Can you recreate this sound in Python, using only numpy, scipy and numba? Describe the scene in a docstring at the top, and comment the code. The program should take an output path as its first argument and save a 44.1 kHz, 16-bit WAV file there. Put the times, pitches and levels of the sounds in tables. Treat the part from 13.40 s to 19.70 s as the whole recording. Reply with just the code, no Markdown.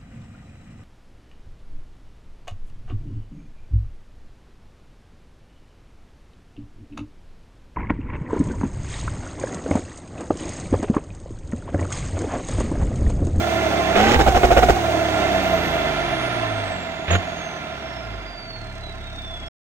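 """A yard between house walls, a stereo pair just behind the tailpipes of a six-cylinder turbo diesel.
The firings drone in the exhaust and the gas rings the pipe. A stab of throttle takes the engine into
a hard-cut limiter, where short bursts of fuel bark, crack and thump. Then it coasts down to idle,
with one blip on the way, while the turbo whistles lower and lower. At idle the injectors tick
faintly from the far end of the car."""
import sys
import numpy as np
from scipy import signal
from scipy.fft import rfft, irfft
from scipy.io import wavfile
from numba import njit

SR = 44100
rng = np.random.default_rng(int(sys.argv[2]) if len(sys.argv) > 2 else 0)


def generate_wav(signal):
    """Clip the signal to [-1, 1] and save it as 16-bit WAV at the path in sys.argv[1]."""
    frames = np.transpose(np.atleast_2d(signal))
    scaled = np.clip(frames, -1, 1) * 32767
    pcm = np.round(scaled).astype(np.int16)
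    wavfile.write(sys.argv[1], SR, pcm)


N = 277830
TIME = np.arange(N) / SR
CYLINDERS, IDLE_S = 6, 5.1  # idle fuelling starts at IDLE_S


def undb(db):
    """Decibels to gain."""
    return 10 ** (np.asarray(db) / 20)


def unit(x):
    """Scale to rms 1."""
    return x / np.sqrt(np.mean(x ** 2))


def lookup(hz, table):
    """Read each column of a table that starts with f/Hz at the given frequencies."""
    known, *columns = np.transpose(table)
    return [np.interp(np.log(hz), np.log(known), column) for column in columns]


def per_bin(points):
    """Spread (f/Hz, value) points over all frequency bins."""
    return lookup(np.arange(N // 2 + 1) * SR / N + 1, points)[0]


def colour(x, points):
    """Filter x by a curve of (f/Hz, relative level/dB) points and scale to rms 1."""
    return unit(irfft(rfft(x) * undb(per_bin(points)), N))


def noise():
    """White noise."""
    return rng.standard_normal(N)


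def walk(rate):
    """Smooth random drift of rms 1 that changes about rate times a second."""
    return unit(signal.sosfilt(signal.butter(N=4, Wn=rate / 2, fs=SR, output="sos"), noise()))


@njit
def bandpass(x, hz, width):
    """State-variable band-pass with a moving centre, gain 1 there."""
    y, band_state, low_state = np.empty(len(x)), 0., 0.
    for i in range(len(x)):
        g, damping = np.tan(np.pi * hz[i] / SR), width / hz[i]
        band = (band_state + g * (x[i] + 1e-18 - low_state)) / (1 + g * (g + damping))
        band_state, low_state = 2 * band - band_state, low_state + 2 * g * band
        y[i] = damping * band
    return y


def ring(x, modes, heat):
    """Sound x through pipe resonances that rise with heat."""
    return sum(undb(db) * bandpass(x, hz * heat, float(width)) for hz, width, db in modes)


def gate(start, length, fall=0.0066, rise=0.002035):
    """An envelope that opens, holds, then dies away; times in seconds."""
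    age = np.maximum(TIME - start, 0)
    return (1 - np.exp(-age / rise)) * np.exp(-np.maximum(age - length, 0) / fall)


# standing waves of the whole exhaust, which set a tone's level off the throttle: f/Hz, level/dB
STANDING_WAVES = [(38, -44), (52, -34.5), (63, -43.5), (71, -43), (80, -50), (106, -29.5), (145, -38),
                  (182, -31), (220, -39.5), (275, -32.5), (325, -27.5), (450, -29.5)]
def drone_levels(hz):
    """Firing tone, octave and throb in dB: set by speed and standing waves, the tones lifted by fuel."""
    idle = np.clip((TIME - IDLE_S) / 0.17, 0, 1)
    load = sum(undb(db) * gate(start, length, fall=0.024, rise=.014)
               for start, length, _, _, db in THROTTLE_STABS)
    firing = undb(lookup(hz, STANDING_WAVES)[0] + 5 * idle)
    octave = undb(lookup(2 * hz, STANDING_WAVES)[0] - 10.5 + 13 * idle)
    firing_db = 20 * np.log10(np.hypot(firing, load)) - 0.16
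    octave_db = 20 * np.log10(np.hypot(octave, load * undb(-13)))
    throb_db = -35.5 + 13 * np.log2(hz / hz.max())
    return firing_db, octave_db, throb_db


# throb of unequal cylinders: multiple of the four-stroke cycle rate, relative level/dB
THROB_ORDERS = [(2, -0.5), (3, 1), (4, -7.5), (5, -3), (7, -16.5), (8, -6.5), (9, 3), (10, -4.5),
                (11, -2.5), (15, 7), (18, 4)]
# what the silencer lets through of the throb: f/Hz, level/dB
SILENCER_PASS = [(20, -33.5), (45, 7), (65, 4.5), (110, 3), (160, 0.5), (240, -1.5), (345, 5), (450, -6.5),
                 (560, -20.5), (660, -7), (800, -50.5)]
def drone(turns, hz):
    """Pressure waves at the firing rate, their harmonics, and the half orders of unequal cylinders."""
    def partial(multiple, waver_db=1.9, wander=0.1):
        amplitude = np.sqrt(2) * undb(waver_db * np.tanh(walk(16)))
        return amplitude * np.sin(2 * np.pi * (multiple * turns + rng.random()) + wander * walk(22))
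    firing_db, octave_db, throb_db = drone_levels(hz)
    tone = undb(firing_db) * partial(1, waver_db=-1.1, wander=0.053) + undb(octave_db) * partial(2)
    richness = np.interp(hz, [37, 39], [1, .15])  # slow, separate puffs are richer in harmonics
    upper = sum(undb(lookup(k * hz, STANDING_WAVES)[0] - 11.5 - 3.7 * (k - 3)) * partial(k)
                for k in range(3, 7))
    throb = 0
    for order, db in THROB_ORDERS:
        silencer_db = np.interp(hz * order / CYLINDERS, *np.transpose(SILENCER_PASS))
        throb += undb(db + silencer_db) * partial(order / CYLINDERS)
    return tone + richness * upper + undb(throb_db) * throb


def puffs(turns, depth_db, lumpy_db, flicker_db):
    """Strength of the gas jet: a puff a firing, stronger from one bank, never twice alike."""
    puff = np.cos(2 * np.pi * turns) + np.sin(4 * np.pi * turns) / 2
    return unit(undb(depth_db * puff + lumpy_db * np.cos(np.pi * turns) + flicker_db * walk(90)))


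# gas flow grows with speed, easing near the limiter: firing f/Hz, note level/dB, rasp level/dB
GAS_FLOW = [(33, -43.5, -47), (81.6, -34, -38.5), (118.3, -28, -32), (201, -22, -30), (236, -24, -34)]
# main and upper tailpipe resonances before heat raises them: f/Hz, width/Hz, relative level/dB
PIPE_MODES = [(345, 91, -8.5), (658.5, 28, 11.5), (690.5, 57, 2)]
UPPER_MODES = [(984, 30, -8.5), (1051, 15, 1), (1398.6, 35, 3), (1580, 88, -17.5), (1790, 110, -3.5),
               (2078, 74, 2.5), (2336, 83, -0.5), (2650, 120, -2), (2790, 76, -5.5), (3137, 330, -4.5),
               (3414, 41, 1.5), (3630, 47, -4.5), (4560, 17, -10.5)]
# gas noise close to the tips, darkest to brightest: f/Hz, relative level/dB
GAS_RUMBLE = [(25, -4.5), (60, -3), (200, 4), (400, 5.5), (550, -2), (800, -6.5), (1050, -36.5),
              (2000, -57)]
GAS_RASP = [(500, -32), (900, 4), (1500, 12), (2500, 5.5), (3600, -18), (4500, 1), (6500, -57.5),
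            (8500, -21), (11000, -63), (16000, -42)]
TIP_HISS = [(3000, -3), (5000, 10.5), (7000, 8), (9500, -9.5), (11500, -25.5), (16000, -24)]
TIP_SPRAY = [(5000, -7), (8000, -4), (11500, -12.5), (13000, -6.5), (16000, -5.5)]
def coasting_gas(turns, hz, heat):
    """Air pumped through the exhaust rings the pipe and hisses at the tips, right at the microphones."""
    note_db, rasp_db = lookup(hz, GAS_FLOW)
    jet = puffs(turns, depth_db=0.5, lumpy_db=-0.7, flicker_db=0.5)
    note = unit(ring(jet * noise(), PIPE_MODES, heat)) * undb(note_db + 0.46)
    rumble = colour(jet * noise(), GAS_RUMBLE) * undb(0.84 * note_db - 12.5)
    overtones = ring(jet * noise(), UPPER_MODES, heat ** 0.64)
    overtones = colour(overtones, [(400, -36), (900, 16.5), (6500, 0.5), (10000, -57.5)])
    rasp = undb(3) * overtones + undb(-2.5) * colour(jet * noise(), GAS_RASP)
    tips = jet * noise()
    hiss = colour(tips, TIP_HISS) + unit(ring(tips, [(6160, 210, 0)], heat ** .1))
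    spray = colour(tips, TIP_SPRAY) * undb(-40) * (hz / hz.max()) ** 6  # needs a fast jet
    return note + rumble + rasp * undb(rasp_db) + hiss * undb(1.147 * note_db - 23) + spray


def whistle(hz, db, blur=0.0052, flutter_db=4):
    """A blade tone fluttering in the turbulent gas, its pitch more blurred at speed."""
    pitch = hz * (1 + blur * hz / 9000 * walk(420))
    flutter = unit(undb(flutter_db * walk(51)))
    return np.sqrt(2) * undb(db) * flutter * np.sin(2 * np.pi * np.cumsum(pitch) / SR)


# turbo whistle, gliding exponentially from point to point: t/s, f/Hz
TURBO_PITCH = [(0, 17000), (.65, 14080), (.9, 17450), (1.55, 17400), (2.25, 12900), (2.85, 9650),
               (3.62, 6820), (3.9, 6670), (4.499, 5460), (5.4, 4057), (6.05, 3334)]
# tailpipe modes that swell the whistle as it slides over them: f/Hz, width/Hz, level/dB
TURBO_MODES = [(3417, 520, -39), (3970, 89, -45), (4537, 460, -44.5), (5450, 340, -57), (6340, 350, -48.5),
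               (7810, 780, -60.5), (9700, 1000, -57.5), (13300, 1800, -52)]
def turbo(turns, pulse_db=2.5, floor_db=-57.5, flare_db=-36.5):
    """The turbo, heard down the pipe, pulses with each puff of gas; the last stab makes it flare."""
    times, pitch = np.transpose(TURBO_PITCH)
    hz = np.exp(np.interp(TIME, times, np.log(pitch)))
    swell = sum(undb(db) / (1 + (2 * (hz - centre) / width) ** 4) for centre, width, db in TURBO_MODES)
    start, length, *_ = THROTTLE_STABS[-1]
    flare = gate(start, length, fall=.012) * whistle(hz, flare_db, blur=0.028)
    since_idle = TIME - IDLE_S
    faint = whistle(hz=6570 * np.exp(-.2 * since_idle), db=-68.5 + 7 * since_idle)  # sinks and grows
    main = whistle(hz, pulse_db * np.cos(2 * np.pi * turns), blur=0.00536, flutter_db=2.5)
    return (undb(floor_db) + swell) * main + flare + faint


# the engine block from a car's length away: f/Hz, relative level/dB
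BLOCK_RUMBLE = [(40, -22), (110, 3), (190, 4.5), (320, -0.5), (500, -14), (1200, -34.5)]
def engine_block():
    """Steady mechanical rumble that reaches the microphones under the car."""
    return undb(-48.5 + 1.5 * walk(14)) * colour(noise(), BLOCK_RUMBLE)


# stabs of the throttle: t/s, length/s, bark level/dB, crack level/dB, firing tone level/dB
THROTTLE_STABS = [(.552, 0.21, -16, -21.5, -22.5), (3.677, 0.029, -31, -26.5, -20),
                  (3.705, .059, -21, -22.5, -18.5)]
# bursts of fuel that the limiter lets through: t/s, length/s, relative level/dB
LIMITER_POPS = [(.789, 0.031, -1), (0.863, 0.025, -0.5), (0.944, 0.032, -1.5), (1.029, 0.024, -0.5),
                (1.104, 0.02514, -2), (1.165, 0.027, 0), (1.224, 0.01575, 0.5), (1.284, 0.0222, 0),
                (1.342, 0.029, -15)]
# the roar in the pipe and the crack at its tip: f/Hz, relative level/dB
PIPE_BARK = [(60, -0.5), (150, -10), (380, 3), (560, 1), (800, -2.5), (1050, -10), (1450, -10),
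             (2200, -41.5), (4000, -38)]
TIP_CRACK = [(500, -31), (950, 4), (2000, 5), (2900, 2.5), (3700, -1.5), (4800, -17.5), (7000, -21.5),
             (9000, -50), (15000, -60.5)]
def fuel_bursts(turns, hz, heat, pop_bark_db=-10, pop_crack_db=-22.5):
    """Each stab or pop gives hard firings that bark in the hot pipe and crack at the tip, close up."""
    jet = puffs(turns, depth_db=0, lumpy_db=2, flicker_db=1.86)
    # the firings swing the pipe's main note with a restless phase; the steepened wave adds its octave
    phase = 2 * np.pi * np.cumsum(660 * heat) / SR + 0.81 * walk(110)
    note = np.sqrt(2) * (np.sin(phase) + undb(-16.5) * np.sin(2 * phase))
    note *= undb(-70 * np.maximum(heat - 1.15, 0))  # at full heat the note breaks up into roar
    bark = unit(note + colour(jet * noise(), PIPE_BARK))
    bark = unit(np.tanh(0.41 * bark))  # the flow chokes at its peaks
    sizzle = undb(-10) * colour(jet * noise(), TIP_HISS) + undb(-26) * colour(jet * noise(), TIP_SPRAY)
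    sizzle *= (hz / hz.max()) ** 3  # needs high revs
    crack = colour(jet * noise(), TIP_CRACK)
    pops = [(start, length, pop_bark_db + db, pop_crack_db + db) for start, length, db in LIMITER_POPS]
    out = 0
    for start, length, bark_db, crack_db, *_ in pops + THROTTLE_STABS:
        out += gate(start, length) * (undb(bark_db) * bark + undb(crack_db) * crack)
        # the jet takes a moment to break up
        out += gate(start + 0.009, length * 0.88, fall=0.0051) * undb(crack_db) * sizzle
    return out


def pipe_heat(hz, rise=.3, lag_s=.05):
    """Factor on the pipe's resonances: it lags the rate of fuel burnt; sustained fuel counts most."""
    fuel = sum(gate(start, length) for start, length, *_ in THROTTLE_STABS + LIMITER_POPS)
    keep = np.exp(-1 / (lag_s * SR))
    warmth = signal.lfilter([1 - keep], [1, -keep], fuel * hz / hz.max())
    return 1 + rise * warmth ** 1.5


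def thump(start, length, boom_hz=58, decay_s=0.029):
    """The gas column in the silencer swings as the fuel comes on or is cut, then rebounds."""
    def swing(at):
        age = np.maximum(TIME - at, 0)
        return np.sin(2 * np.pi * boom_hz * age) * np.exp(-age / decay_s)
    return .85 * swing(start) + swing(start + 0.73 * np.clip(length, .015, .036))


def silencer_thumps(hz, pop_db=-13.5, cut_db=-9):
    """A thump for each pop, and one when a stab is cut, that one far heavier at high revs."""
    pops = sum(undb(pop_db + db) * thump(start, length) for start, length, db in LIMITER_POPS)
    cut_times = [start + length for start, length, *_ in THROTTLE_STABS]
    cuts = sum(np.interp(at, TIME, hz / hz.max()) ** 4 * thump(at, 0) for at in cut_times)
    return pops + undb(cut_db) * cuts


# injector ticks from behind the car: f/Hz, relative level/dB
INJECTOR_TICK = [(2000, -5), (5000, -3), (7400, -12.5), (8400, -7.5), (9300, -21.5), (15000, -29)]
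def injectors(turns):
    """Once idle fuelling starts, the injectors tick faintly, far off under the bonnet."""
    tick = unit(.25 + np.exp(-(turns % 1) / 0.13)) * undb(2.5 * walk(25))
    fuelling = np.clip((TIME - IDLE_S) * 10, 0, 1)
    return fuelling * undb(-52.5) * colour(tick * noise(), INJECTOR_TICK)


# phase between the microphones: f/Hz, lead of the left/rad
MIC_PHASE = [(400, 0.5), (690, 0.88), (950, -1.9), (1380, -1), (1810, -1.5), (2500, -1.75), (4300, -3),
             (6100, -5), (10000, -9)]
# balance between the microphones: f/Hz, left minus right level/dB
MIC_BALANCE = [(60, -1.5), (150, 0), (300, -4.5), (700, -4), (1200, -4), (2200, -5.5), (4500, -6),
               (8000, -0.5), (14000, -5.5)]
# sound scattered under the car, against the direct sound: f/Hz, level/dB
UNDERBODY_SCATTER = [(50, -23), (150, -17), (300, -11), (700, -13), (1200, -6), (2200, -8), (4500, -5),
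                     (10000, -3)]
def yard(direct, scattered, t60=0.21, walls_db=-23):
    """The right microphone is the nearer; scatter under the car differs at the two; house walls echo."""
    share = undb(per_bin(UNDERBODY_SCATTER))
    front, diffuse = rfft(direct), share * rfft(scattered)
    channels = []
    for sign in (1, -1):  # left, right
        tail = noise() * np.exp(-np.log(1000) * TIME / t60) * (TIME > .015)
        echo = undb(walls_db) * rfft(tail / np.linalg.norm(tail))
        heard = (front * (1 + echo) + sign * diffuse) / np.hypot(1, share)
        placement = np.exp(sign * 1j * per_bin(MIC_PHASE) / 2) * undb(sign * per_bin(MIC_BALANCE) / 2)
        channels.append(irfft(heard * placement, N))
    return np.array(channels)


# engine speed, from the limiter down to idle: t/s, firing f/Hz
FIRING_RATE = [(0, 230.3), (.53, 196.6), (.62, 211.1), (.75, 242.8), (1.3, 242.8), (1.4, 227),
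               (1.85, 203.5), (2.25, 169.9), (2.76, 129.6), (3.27, 98.65), (3.67, 75.1), (3.75, 93),
               (4.39, 69.3), (5.03, 38.48), (5.47, 34.78), (6.05, 32.35)]
def scene():
    """One crankshaft drives drone, gas and pops, heard from behind the car in the yard."""
    hz = np.interp(TIME, *np.transpose(FIRING_RATE))
    heat = pipe_heat(hz)
    turns = np.cumsum(hz * (1 + 0.004 * walk(51))) / SR  # phase, one turn a firing
    direct, scattered = (
        coasting_gas(turns, hz, heat) + fuel_bursts(turns, hz, heat) + turbo(turns) + injectors(turns)
        for _ in range(2))
    return yard(direct + silencer_thumps(hz) + engine_block() + drone(turns, hz), scattered)


def record(dry, stop_s=6.085, top_hz=15750):
    """The recorder rounds the loudest peaks and cuts the top; the sound stops abruptly."""
    rounded = dry / (1 + dry ** 4) ** (1 / 4)
    running = np.clip((stop_s - TIME) / 0.0031, 0, 1)
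    return signal.sosfilt(signal.ellip(10, .2, 80, top_hz, fs=SR, output="sos"), rounded * running)


dry = scene()
out = record(dry)
generate_wav(out)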